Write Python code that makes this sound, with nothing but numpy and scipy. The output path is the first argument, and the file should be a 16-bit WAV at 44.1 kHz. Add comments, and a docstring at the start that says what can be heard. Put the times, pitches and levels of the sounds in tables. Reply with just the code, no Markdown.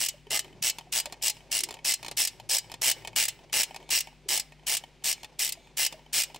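"""Under a car in a garage, close to the stereo microphone: air and a faint mains hum, then a ratcheting ring spanner.
On each back swing the pawl snaps over 8 to 15 teeth, slowing at the end, and rings the steel; each onset is softened.
On each drive swing between, the nut ticks and its thread rubs while the hands rustle, more with more effort.
Now and then the underbody is bumped; from about four seconds steel faintly sings on steel in a few slides.
Blows excite decaying resonances, rubs are coloured noise, walls add an echo and a limiter holds the loudest clicks."""
import sys
import numpy as np
from scipy import signal
from scipy.fft import irfft, next_fast_len
from scipy.io import wavfile
from scipy.ndimage import uniform_filter1d, minimum_filter1d

SR = 44100
rng = np.random.default_rng(int(sys.argv[2]) if len(sys.argv) > 2 else 0)


def persist_wave(psi):
    """Save psi, clipped to +-1, as 16-bit WAV."""
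    counts = np.round(np.clip(psi, -1, 1) * 32767).astype(np.int16)
    wavfile.write(sys.argv[1], SR, np.atleast_2d(counts).T)


N = 281799
TIME = np.arange(N) / SR


def undb(db):
    """Decibels to gain."""
    return 10 ** (np.asarray(db) / 20)


def curve(rows, at):
    """Rows (s, value) joined by straight lines."""
    return np.interp(at, *np.transpose(rows))


def on_log(points, hz):
    """Points (Hz, value) joined on a log-frequency axis."""
    point_hz, value = np.transpose(points)
    return np.interp(np.log(hz + 1), np.log(point_hz), value)


def flicker(rate, depth_db):
    """A gain that wanders at random, with `rate` new values a second."""
    steps = rng.standard_normal(2048)
    return np.interp(TIME * rate, np.arange(len(steps)), undb(depth_db * steps))


def arches(rows):
    """Strokes (s, length s, level dB) that each swell and fade."""
    strokes = 0
    for s, length, db in rows:
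        across = 2 * (TIME - s) / length - 1  # -1 to 1 over the stroke
        strokes = strokes + undb(db) * np.sqrt(np.clip(1 - across ** 2, 0, 1))
    return strokes


# How alike the left and right microphones hear the place.
# Each row: frequency in Hz, likeness from 0 to 1.
LIKENESS = [(100, .72), (600, .95), (1200, .965), (2500, .98), (4500, .85), (8000, .62), (13000, .37)]


def stereo_noise(spectrum, size=N):
    """Noise of a given colour and unit power at two microphones, less alike towards the treble."""
    padded = 512 * next_fast_len(size // 512 + 1, real=True)
    hz = np.arange(padded // 2 + 1) * SR / padded
    gain = undb(on_log(spectrum, hz))
    gain = gain * np.sqrt(padded / np.mean(gain ** 2)) / 2
    alike = np.clip(on_log(LIKENESS, hz), 0, 1)
    random_bins = rng.standard_normal((2, 2 * len(hz))).view(complex)
    mid, side = random_bins * gain * np.sqrt([1 + alike, 1 - alike])
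    return irfft(np.array([mid + side, mid - side], np.complex64), padded)[:, :size]


def convolve(x, response):
    """Pass a sound through a response."""
    return signal.oaconvolve(np.atleast_2d(x), np.atleast_2d(response), axes=-1)[:, :N]


def blows(s, size):
    """One impulse for each blow."""
    return np.bincount(np.clip(s * SR, 0, N - 1).astype(int), size, N)


def chatter(s, size, bounce_s, share, count=5):
    """Each blow is a short run of contacts of steel on steel, the later ones pushing either way."""
    chance = rng.random((len(s), count, 2))
    contacts = blows(s, size)
    for when, push in chance.transpose(1, 2, 0):
        contacts = contacts + blows(s + bounce_s * when, size * share * np.sign(push - .5))
    return contacts


def ring(x, modes, damping, wander_db):
    """Decaying modes that swell and fade as the grip shifts; the higher ones reach the microphones out of step."""
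    mid, side, power = np.zeros(N), np.zeros(N), 0
    x = x + 1e-18  # keeps the filters clear of vanishing numbers
    for k, (hz, width, db) in enumerate(modes):
        gain = undb(db) * width
        pole = np.exp(np.pi * (2j * hz - width * damping) / SR)
        start_phase = np.exp(2j * np.pi * rng.random())
        mode = signal.lfilter([gain * start_phase], [1, -pole], x)
        swell = flicker(rate=3.98, depth_db=wander_db)
        apart = np.arccos(np.clip(on_log(LIKENESS, hz), 0, 1)) / 2 * (-1) ** k
        mid += np.cos(apart) * swell * mode.imag
        side += np.sin(apart) * swell * mode.real
        power += gain ** 2 / 2
    return np.array([mid + side, mid - side]) / np.sqrt(power)


def dense_ring(s, size, spectrum, t60_low, t60_high):
    """Resonances too crowded to tell apart: every blow leaves a burst of noise whose treble dies first."""
    noise = stereo_noise(spectrum)
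    low = signal.sosfiltfilt(signal.butter(2, 8500, fs=SR, output="sos"), noise)
    power = blows(s, size ** 2)

    def fade(t60):
        """Powers of successive blows add up and die away by 60 dB in t60 seconds."""
        keep = np.exp(-2 * np.log(1000) / (t60 * SR))
        return np.sqrt(signal.lfilter([1], [1, -keep], power + 1e-18))

    return low * fade(t60_low) + (noise - low) * fade(t60_high)


def steady_ring(x, spectrum, t60):
    """Crowded resonances that answer every blow alike."""
    t = TIME[:SR // 8]
    response = stereo_noise(spectrum, size=len(t)) * np.exp(-np.log(1000) * t / t60)
    return convolve(x, response)


# Colour of the garage air. Each row: frequency in Hz, relative level in dB.
AIR = [(25, 0), (70, -4), (160, 4.5), (400, -5.5), (900, -11), (1400, -12.5), (2400, -6), (5000, -15.5),
       (8000, -21.5), (15000, -37)]
# Mains hum, before its wander and left-right balance. 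Each row: frequency in Hz, level in dB.
HUM = [(50, -64), (100, -92.5), (150, -65), (250, -71.5)]
# A low drone that comes and goes, before its left-right balance. Each row: time in seconds, level in dB.
DRONE = [(0, -61.5), (.2, -67), (.55, -57), (.8, -67), (1.9, -65), (2.4, -60), (3.1, -58), (4.3, -72),
         (6.39, -73)]


def garage():
    """Still air as noise, mains hum as sines and a wavering low drone, the lows stronger on the left."""
    air = stereo_noise(AIR) * undb(-62.5)
    hum = 0
    for hz, db in HUM:
        hum = hum + undb(db) * np.sqrt(2) * np.sin(2 * np.pi * (hz * TIME + rng.random()))
    drone = stereo_noise([(60, -50.5), (98, -16.5), (113, -0.5), (130, -10.5), (180, -14.5), (600, -65.0)])
    lows = hum * flicker(rate=3.295, depth_db=2.0) + drone * undb(curve(DRONE, TIME))
    return air + lows * undb(np.array([[1.5], [-2.5]]))


# The back swings of the spanner, close to the microphone.
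# Each row: first tooth in seconds, last tooth in seconds, number of teeth, braking at the end in tooth gaps,
# relative level in dB, swell from first to last tooth in dB, strength of the low ring in dB,
# shake of the panel in dB, brightness in dB, effort of the drive swing that follows in dB.
SWINGS = [(.004, 0.0867, 8, 4, -22.5, 10.5, -9.5, -0.5, -1.5, -7),
          (.307, 0.3925, 10, 2.72, -26, 16.5, -5, 3.5, -0.5, -3),
          (0.626, 0.6984, 9, .7, -22, 8, -9.5, -0.5, -3, -1.5),
          (0.9252, 1.0002, 9, 1.12, -23, 11, -9, 3.5, -1, -0.5),
          (1.2251, 1.2976, 8, 1.62, -21, 10, -12.5, 5, -1, -1.5),
          (1.5167, 1.6354, 11, 4.4, -22, 5, -9.5, 1, -2, 2.5),
          (1.8493, 1.939, 11, 2.5, -20.5, 11.5, -9.5, -0.5, -2, 1),
          (2.1722, 2.274, 11, 3.46, -21, 4.5, -10.5, 1.5, 0.5, -1),
          (2.4952, 2.5835, 11, 1.92, -20, 10.5, -13.5, 7, -2, -0.5),
          (2.8186, 2.914, 12, 1.42, -20.5, 11, -5.5, 1.5, 1.5, 4),
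          (3.1614, 3.2838, 12, 5.2, -20.5, 3.5, -3, -4.5, 1.5, 0.5),
          (3.5297, 3.632, 13, 1.4, -21, 7.5, -4, -0.5, 1, 3),
          (3.9068, 4.006, 12, 2.6, -20, 4, -8.5, -5.5, -3, -6),
          (4.289, 4.3974, 13, 2.94, -24.5, 5, -6, 2, 0.5, -7.5),
          (4.6682, 4.7686, 13, 2.8, -29.5, 12.5, -5, 0.5, 3.5, -6),
          (5.0423, 5.1268, 12, 1.6, -26.5, 7.5, -12, 3.5, 0.5, -4),
          (5.3929, 5.5228, 14, 5.9, -28.5, 4, -8.5, -0.5, 1.5, -2),
          (5.773, 5.8634, 12, 1.7, -23, 10, -6, -3, -0.5, -3),
          (6.1312, 6.2352, 15, 2.2, -26.5, 7, -7, -2.5, 3, 1.5)]
# Crowded small resonances of the tool. Each row: frequency in Hz, relative level in dB.
CLATTER = [(900, -48), (1450, -31.5), (2000, -7), (2800, -2), (3600, -1.5), (5200, -5), (6700, 0),
           (8200, 2), (9300, -3.5), (10500, -7.5), (11600, -4.5), (14000, -8.5), (15700, -11)]
# the soft onset: how much before the first click, level against the swing in dB
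ONSET_LEAD_S, ONSET_DB = 0.0045, -17


def soft_onset():
    """A faint short noise just before the first click of each swing softens its onset."""
    first, _, _, _, db, *_ = np.transpose(SWINGS)
    return dense_ring(first - ONSET_LEAD_S, undb(db + ONSET_DB), CLATTER, t60_low=.05, t60_high=.03)


# the hand gathers speed and brakes: extra length of the first gap in gaps; lag and braking fade with power EASE
START_LAG, EASE = .5, 1.25
TOOTH_JITTER_S, TOOTH_SCATTER_DB = .0003, 1.68


def teeth():
    """One row per tooth (s, level dB, low ring dB, panel dB, brightness dB), closest together in mid swing."""
    rows = []
    for first, last, number, braking, db, swell_db, *colour, _ in SWINGS:
        k = np.arange(1, round(number))
        gaps = 1 + START_LAG / k ** EASE + braking / k[::-1] ** EASE
        progress = np.append(0, np.cumsum(gaps)) / gaps.sum()
        rows += [(first + (last - first) * p, db + swell_db * (p - .5), *colour) for p in progress]
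    rows = np.array(rows)
    return rows + rng.standard_normal(rows.shape) * [TOOTH_JITTER_S, TOOTH_SCATTER_DB, 0, 0, 0]


# Modes of the free spanner. Each row: frequency in Hz, width in Hz before damping, relative level in dB.
SPANNER = [(1850, 52, -7.5), (2056, 50, 0.5), (2281, 47, -2.5), (2448, 73, -2.5), (2645, 44, -1.5),
           (2817, 60, 2), (3006, 21, -1.5), (3410, 98, -23), (4160, 28, -1.5), (4470, 63, 0.5),
           (4800, 34, -10), (4846, 40, 5.5), (5140, 88, -0.5), (5280, 42, 2.5), (5530, 69, 2.5),
           (5705, 91, -0.5), (5856, 117, -1.5), (5985, 180, -4), (6600, 47, -4), (6680, 81, -9),
           (7750, 44, -19.5), (7670, 41, 1.5), (7866, 150, 3), (7724, 68, -0.5), (7760, 68, -3),
           (8260, 19, -15.5), (8860, 125, 0)]
# The small pawl and its spring. Each row: frequency in Hz, width in Hz before damping, relative level in dB.
PAWL = [(9940, 92, -3), (9940, 108, 3), (10500, 127, -6.5), (10580, 74, -1), (11100, 220, -6),
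        (12000, 90, -7.5), (11640, 140, -13.5), (13280, 190, -1), (13360, 126, 1.5), (13680, 99, 1),
        (14000, 150, -1.5), (14300, 114, -8), (15600, 130, 0)]
# Crowded resonances of the panel behind the tool. Each row: frequency in Hz, relative level in dB.
PANEL = [(200, -40.5), (360, -9.5), (480, -7.5), (640, 0.5), (880, 2), (1060, -9.5), (1250, -7.5),
         (1420, -39), (1700, 2.5), (2500, -30.5)]
# a fast swing throws the pawl harder: lift at a crawl, speed where the rise begins, rise in dB per dB of speed
CRAWL_DB, THROW_FROM_DB, THROW = 3.5, -7.5, 0.51


def ratchet():
    """Tooth clicks ring the spanner and panel; the closer the teeth in time, the harder, most of all in the lows."""
    s, db, grip_db, panel_db, bright_db = teeth().T
    gaps = np.diff(s, prepend=-1, append=2 * N / SR)
    tooth_gap = np.clip(np.minimum(gaps[:-1], gaps[1:]), .005, .02)
    speed_db = 20 * np.log10(np.median(tooth_gap) / tooth_gap)
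    db = db + CRAWL_DB + THROW * np.maximum(speed_db - THROW_FROM_DB, 0)
    low_db = db + grip_db + 0.64 * speed_db
    treble_db = db + bright_db

    low_modes = [m for m in SPANNER if m[0] < 4000]
    high_modes = [m for m in SPANNER if m[0] >= 4000]
    shank_blows = chatter(s, undb(low_db - 4.5), bounce_s=0.003003, share=0.52)
    shank = ring(shank_blows, low_modes, damping=1.03, wander_db=2.0)
    head_blows = chatter(s, undb(db - 9.0), bounce_s=.0025, share=0.81)
    head = ring(head_blows, high_modes, damping=0.9, wander_db=0.5)
    pawl_blows = chatter(s, undb(treble_db - 10), bounce_s=.002, share=0.67)
    pawl = ring(pawl_blows, PAWL, damping=0.98, wander_db=3)

    clatter = dense_ring(s, undb(treble_db - 6.5), CLATTER, t60_low=0.068, t60_high=0.031)
    gear_blows = chatter(s, undb(treble_db - 11.0), bounce_s=.002, share=0.42)
    gear = steady_ring(gear_blows, CLATTER, t60=0.044)
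    # a short faint burst of noise before each click softens its onset
    lead_s = s - rng.uniform(0.0015, 0.0024, len(s))
    lead_in = dense_ring(lead_s, undb(db - 10.5), CLATTER, t60_low=0.055, t60_high=0.026)
    shake_db = low_db + panel_db + 0.084 * speed_db - 14.5
    panel = dense_ring(s, undb(shake_db), PANEL, t60_low=0.062, t60_high=.03)
    return shank + head + pawl + clatter + gear + lead_in + panel


LOAD_S = .06  # the gain moves to and from each drive swing's effort over this time
BACK_SWING_DB = -2.5  # relative level of rub and rustle during back swings


def drives():
    """The drive swings fill the time between the back swings: (start s, end s, effort dB)."""
    ends = [swing[0] for swing in SWINGS[1:]] + [N / SR + LOAD_S]
    return [(swing[1], end, swing[-1]) for swing, end in zip(SWINGS, ends)]


def load():
    """Level of rub and rustle as a gain: it moves to each drive swing's effort, holds and returns."""
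    load_db = BACK_SWING_DB
    for start, end, effort_db in drives():
        ramp = np.clip(np.minimum(TIME - start, end - TIME) / LOAD_S, 0, 1)
        load_db = load_db + (effort_db - BACK_SWING_DB) * ramp
    return undb(load_db)


# faint slips on each drive swing: how many, relative level at 0 dB effort, brightness
SLIP_COUNT, SLIP_DB, SLIP_BRIGHT_DB = 2, -38.5, -15.5


def slips():
    """Faint ticks of the nut at random moments of each drive swing: (s, level dB, brightness dB)."""
    rows = []
    for start, end, effort_db in drives():
        for p in rng.random(SLIP_COUNT):
            rows.append((start + (end - start) * p, SLIP_DB + effort_db, SLIP_BRIGHT_DB))
    return rows


# The nut catches and slips under load. Each row: start in seconds, relative level in dB, brightness in dB.
TICKS = [(0.269, -37, -17), (0.445, -34, -7), (0.785, -32, 5), (0.81, -32.5, -15), (1.057, -27.5, 4),
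         (1.124, -32, 5), (1.141, -32.5, -20), (1.368, -34.5, -10), (1.688, -33.5, 2.5), (1.708, -34, 6.5),
         (1.726, -32, -7), (1.741, -30.5, -1), (2.029, -28, -2), (2.047, -31, 1.5), (2.063, -28.5, -1),
         (2.082, -27.5, 2), (2.113, -30, 5.5), (2.399, -31.5, -6), (2.698, -34.5, -9), (2.717, -29, 0),
         (2.74, -29, -1.5), (3.049, -26, -9.5), (3.074, -25.5, 0), (3.709, -29, -17), (3.745, -26, -10.5),
         (3.762, -25.5, -4.5), (3.891, -28.5, -5), (4.072, -31.5, -9), (4.522, -33.5, -16),
         (4.838, -31, -11), (5.232, -33.5, 2.5), (5.245, -30, -1.5), (5.925, -30.5, 0), (6.345, -33.5, 2),
         (6.36, -30.5, -2)]
# Modes of spanner and stud pressed together.
# Each row: frequency in Hz, width in Hz before damping, relative level in dB.
STUD = [(620, 90, -9), (760, 90, -6), (920, 85, -1), (1850, 80, -8), (2230, 55, -5), (2520, 75, -3),
        (3070, 110, -5), (3520, 90, -4), (4220, 80, -3), (4990, 150, -8), (5290, 130, -9), (6440, 80, -10),
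        (7340, 130, -7)]
# Crowded small resonances of the nut. Each row: frequency in Hz, relative level in dB.
CRACK = [(300, -9), (900, -0.5), (1400, -15.5), (2400, -5), (4300, -8), (7500, -11), (9000, -9.5),
         (15500, -17)]
RUB_DB = -63  # thread friction at 0 dB effort, before its grain


def nut():
    """Under load the nut slips in small jerks that ring the stud, and its thread rubs as grainy noise."""
    s, db, bright_db = np.transpose(TICKS + slips())
    treble_db = db + bright_db
    knock_modes = [m for m in STUD if m[0] < 3300]
    ping_modes = [m for m in STUD if m[0] >= 3300]
    knock_blows = chatter(s, undb(db - 12.0), bounce_s=.0015, share=0.36)
    knock = ring(knock_blows, knock_modes, damping=0.63, wander_db=2)
    ping_blows = chatter(s, undb(treble_db - 12.0), bounce_s=0.00083, share=0.41)
    ping = ring(ping_blows, ping_modes, damping=0.64, wander_db=0.5)
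    crack = dense_ring(s, undb(treble_db - 7.5), CRACK, t60_low=0.057, t60_high=0.023)
    rub = stereo_noise([(250, -17.5), (520, 4.5), (700, 1), (950, 0.5),
                        (1300, -16.0), (2400, -13.5), (6000, -16), (15000, -42)])
    grain = flicker(rate=70, depth_db=4)
    return knock + ping + crack + rub * grain * load() * undb(RUB_DB)


# Skin rustles as the hand shifts its grip. Each row: start in seconds, length in seconds, level in dB before flicker.
GRIPS = [(.38, 0.21, -59), (1.56, 0.16, -54), (2.96, 0.17, -67)]
SKIN_DB = -65  # skin on steel at 0 dB effort, before its flicker


def hands():
    """Skin shifts softly on the tool: dull noise that follows the effort, with a swell at each new grip."""
    rustle = stereo_noise([(80, -17), (220, -3.5), (380, 15.5), (600, -12.0), (1400, -34.5), (8000, -53)])
    return rustle * flicker(rate=44, depth_db=2) * (load() * undb(SKIN_DB) + arches(GRIPS))


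# Hands and tool bump the underbody. Each row: start in seconds, relative level in dB, pitch in Hz.
BUMPS = [(.14, -39, 587), (0.267, -38, 410), (0.311, -33, 422), (0.336, -36.5, 287), (0.343, -27, 1240),
         (0.551, -40, 168), (0.609, -35, 154), (.87, -43, 733), (1.07, -33, 599), (4.258, -36.5, 396),
         (4.296, -35, 354), (4.346, -35, 365), (5.572, -42, 674), (5.94, -35, 628), (6.086, -62, 340)]


def bumps(t60=.058, soft_s=.003):
    """Soft knocks, each a short dull note of the sheet metal."""
    t = TIME[:SR // 4]
    envelope = np.exp(-np.log(1000) * t / t60) * (1 - np.exp(-t / soft_s))
    out = np.zeros(N + len(t))
    for s, db, hz in BUMPS:
        start = int(s * SR)
        out[start:start + len(t)] += undb(db) * np.sin(2 * np.pi * hz * t) * envelope
    return out[:N]


# The ring of the spanner slides on the nut. Each row: start in seconds, length in seconds, level in dB.
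SLIDES = [(3.82, 0.17, -59), (4.84, 0.072, -79), (5.17, .06, -57), (5.56, 0.16, -61)]
# Singing resonances of the slide. Each row: frequency in Hz, width in Hz, relative level in dB.
SING = [(2276, 110, 1.5), (3500, 170, -3), (3540, 61, -19), (4200, 80, -7), (6580, 120, -5.5),
        (8300, 190, -9.5)]


def slides():
    """Steel sliding on steel sings faintly: rough noise drives the resonances."""
    friction = rng.standard_normal(N) * flicker(rate=90, depth_db=3)
    song = ring(friction, SING, damping=1, wander_db=2)
    return song / np.std(song) * arches(SLIDES)


# Colour of the garage echo. Each row: frequency in Hz, relative level in dB.
ECHO = [(200, -6), (800, 8.5), (2500, 1), (5000, -5), (8000, -9.5), (15000, -10.5)]


def echo(x, t60, wet_db, build_s):
    """The diffuse tail of the garage walls: noise that builds quickly and dies exponentially."""
    t = TIME[:SR]
    tail = stereo_noise(ECHO, size=SR) * np.exp(-np.log(1000) * t / t60) * (1 - np.exp(-t / build_s))
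    return convolve(x, tail / np.sqrt(np.sum(tail ** 2) / 2)) * undb(wet_db)


def scene():
    """The tool close by, in its room."""
    tool = ratchet() + nut() + bumps() + soft_onset()
    return tool + echo(tool, t60=0.4, wet_db=-27, build_s=0.0057) + slides() + hands() + garage()


def limiter(x, top_db, ratio, release_s):
    """Loud runs of clicks turn the gain down, and the background ducks with them."""
    # the envelope jumps to each peak and sinks exponentially from it
    sink = TIME / release_s
    peak_log = np.log(np.abs(x).max(axis=0) + 1e-12)
    envelope = np.exp(np.maximum.accumulate(peak_log + sink) - sink)
    gain = np.maximum(envelope / undb(top_db), 1) ** (1 / max(ratio, 1) - 1)
    return x * uniform_filter1d(minimum_filter1d(gain, size=45), size=45)


TOP_HZ = 15750  # the treble is cut above this


def record(dry):
    """The left microphone hears a little more treble; a fast limiter holds the peaks and the top is cut."""
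    treble = signal.sosfiltfilt(signal.butter(2, 5500, "high", fs=SR, output="sos"), dry)
    ports = dry + treble * 0.058 * np.array([[1], [-1]])
    held = limiter(ports, top_db=-19.0, ratio=2.02, release_s=0.037)
    return signal.sosfilt(signal.ellip(10, .2, 70, TOP_HZ, fs=SR, output="sos"), held)


dry = scene()
out = record(dry)
persist_wave(out)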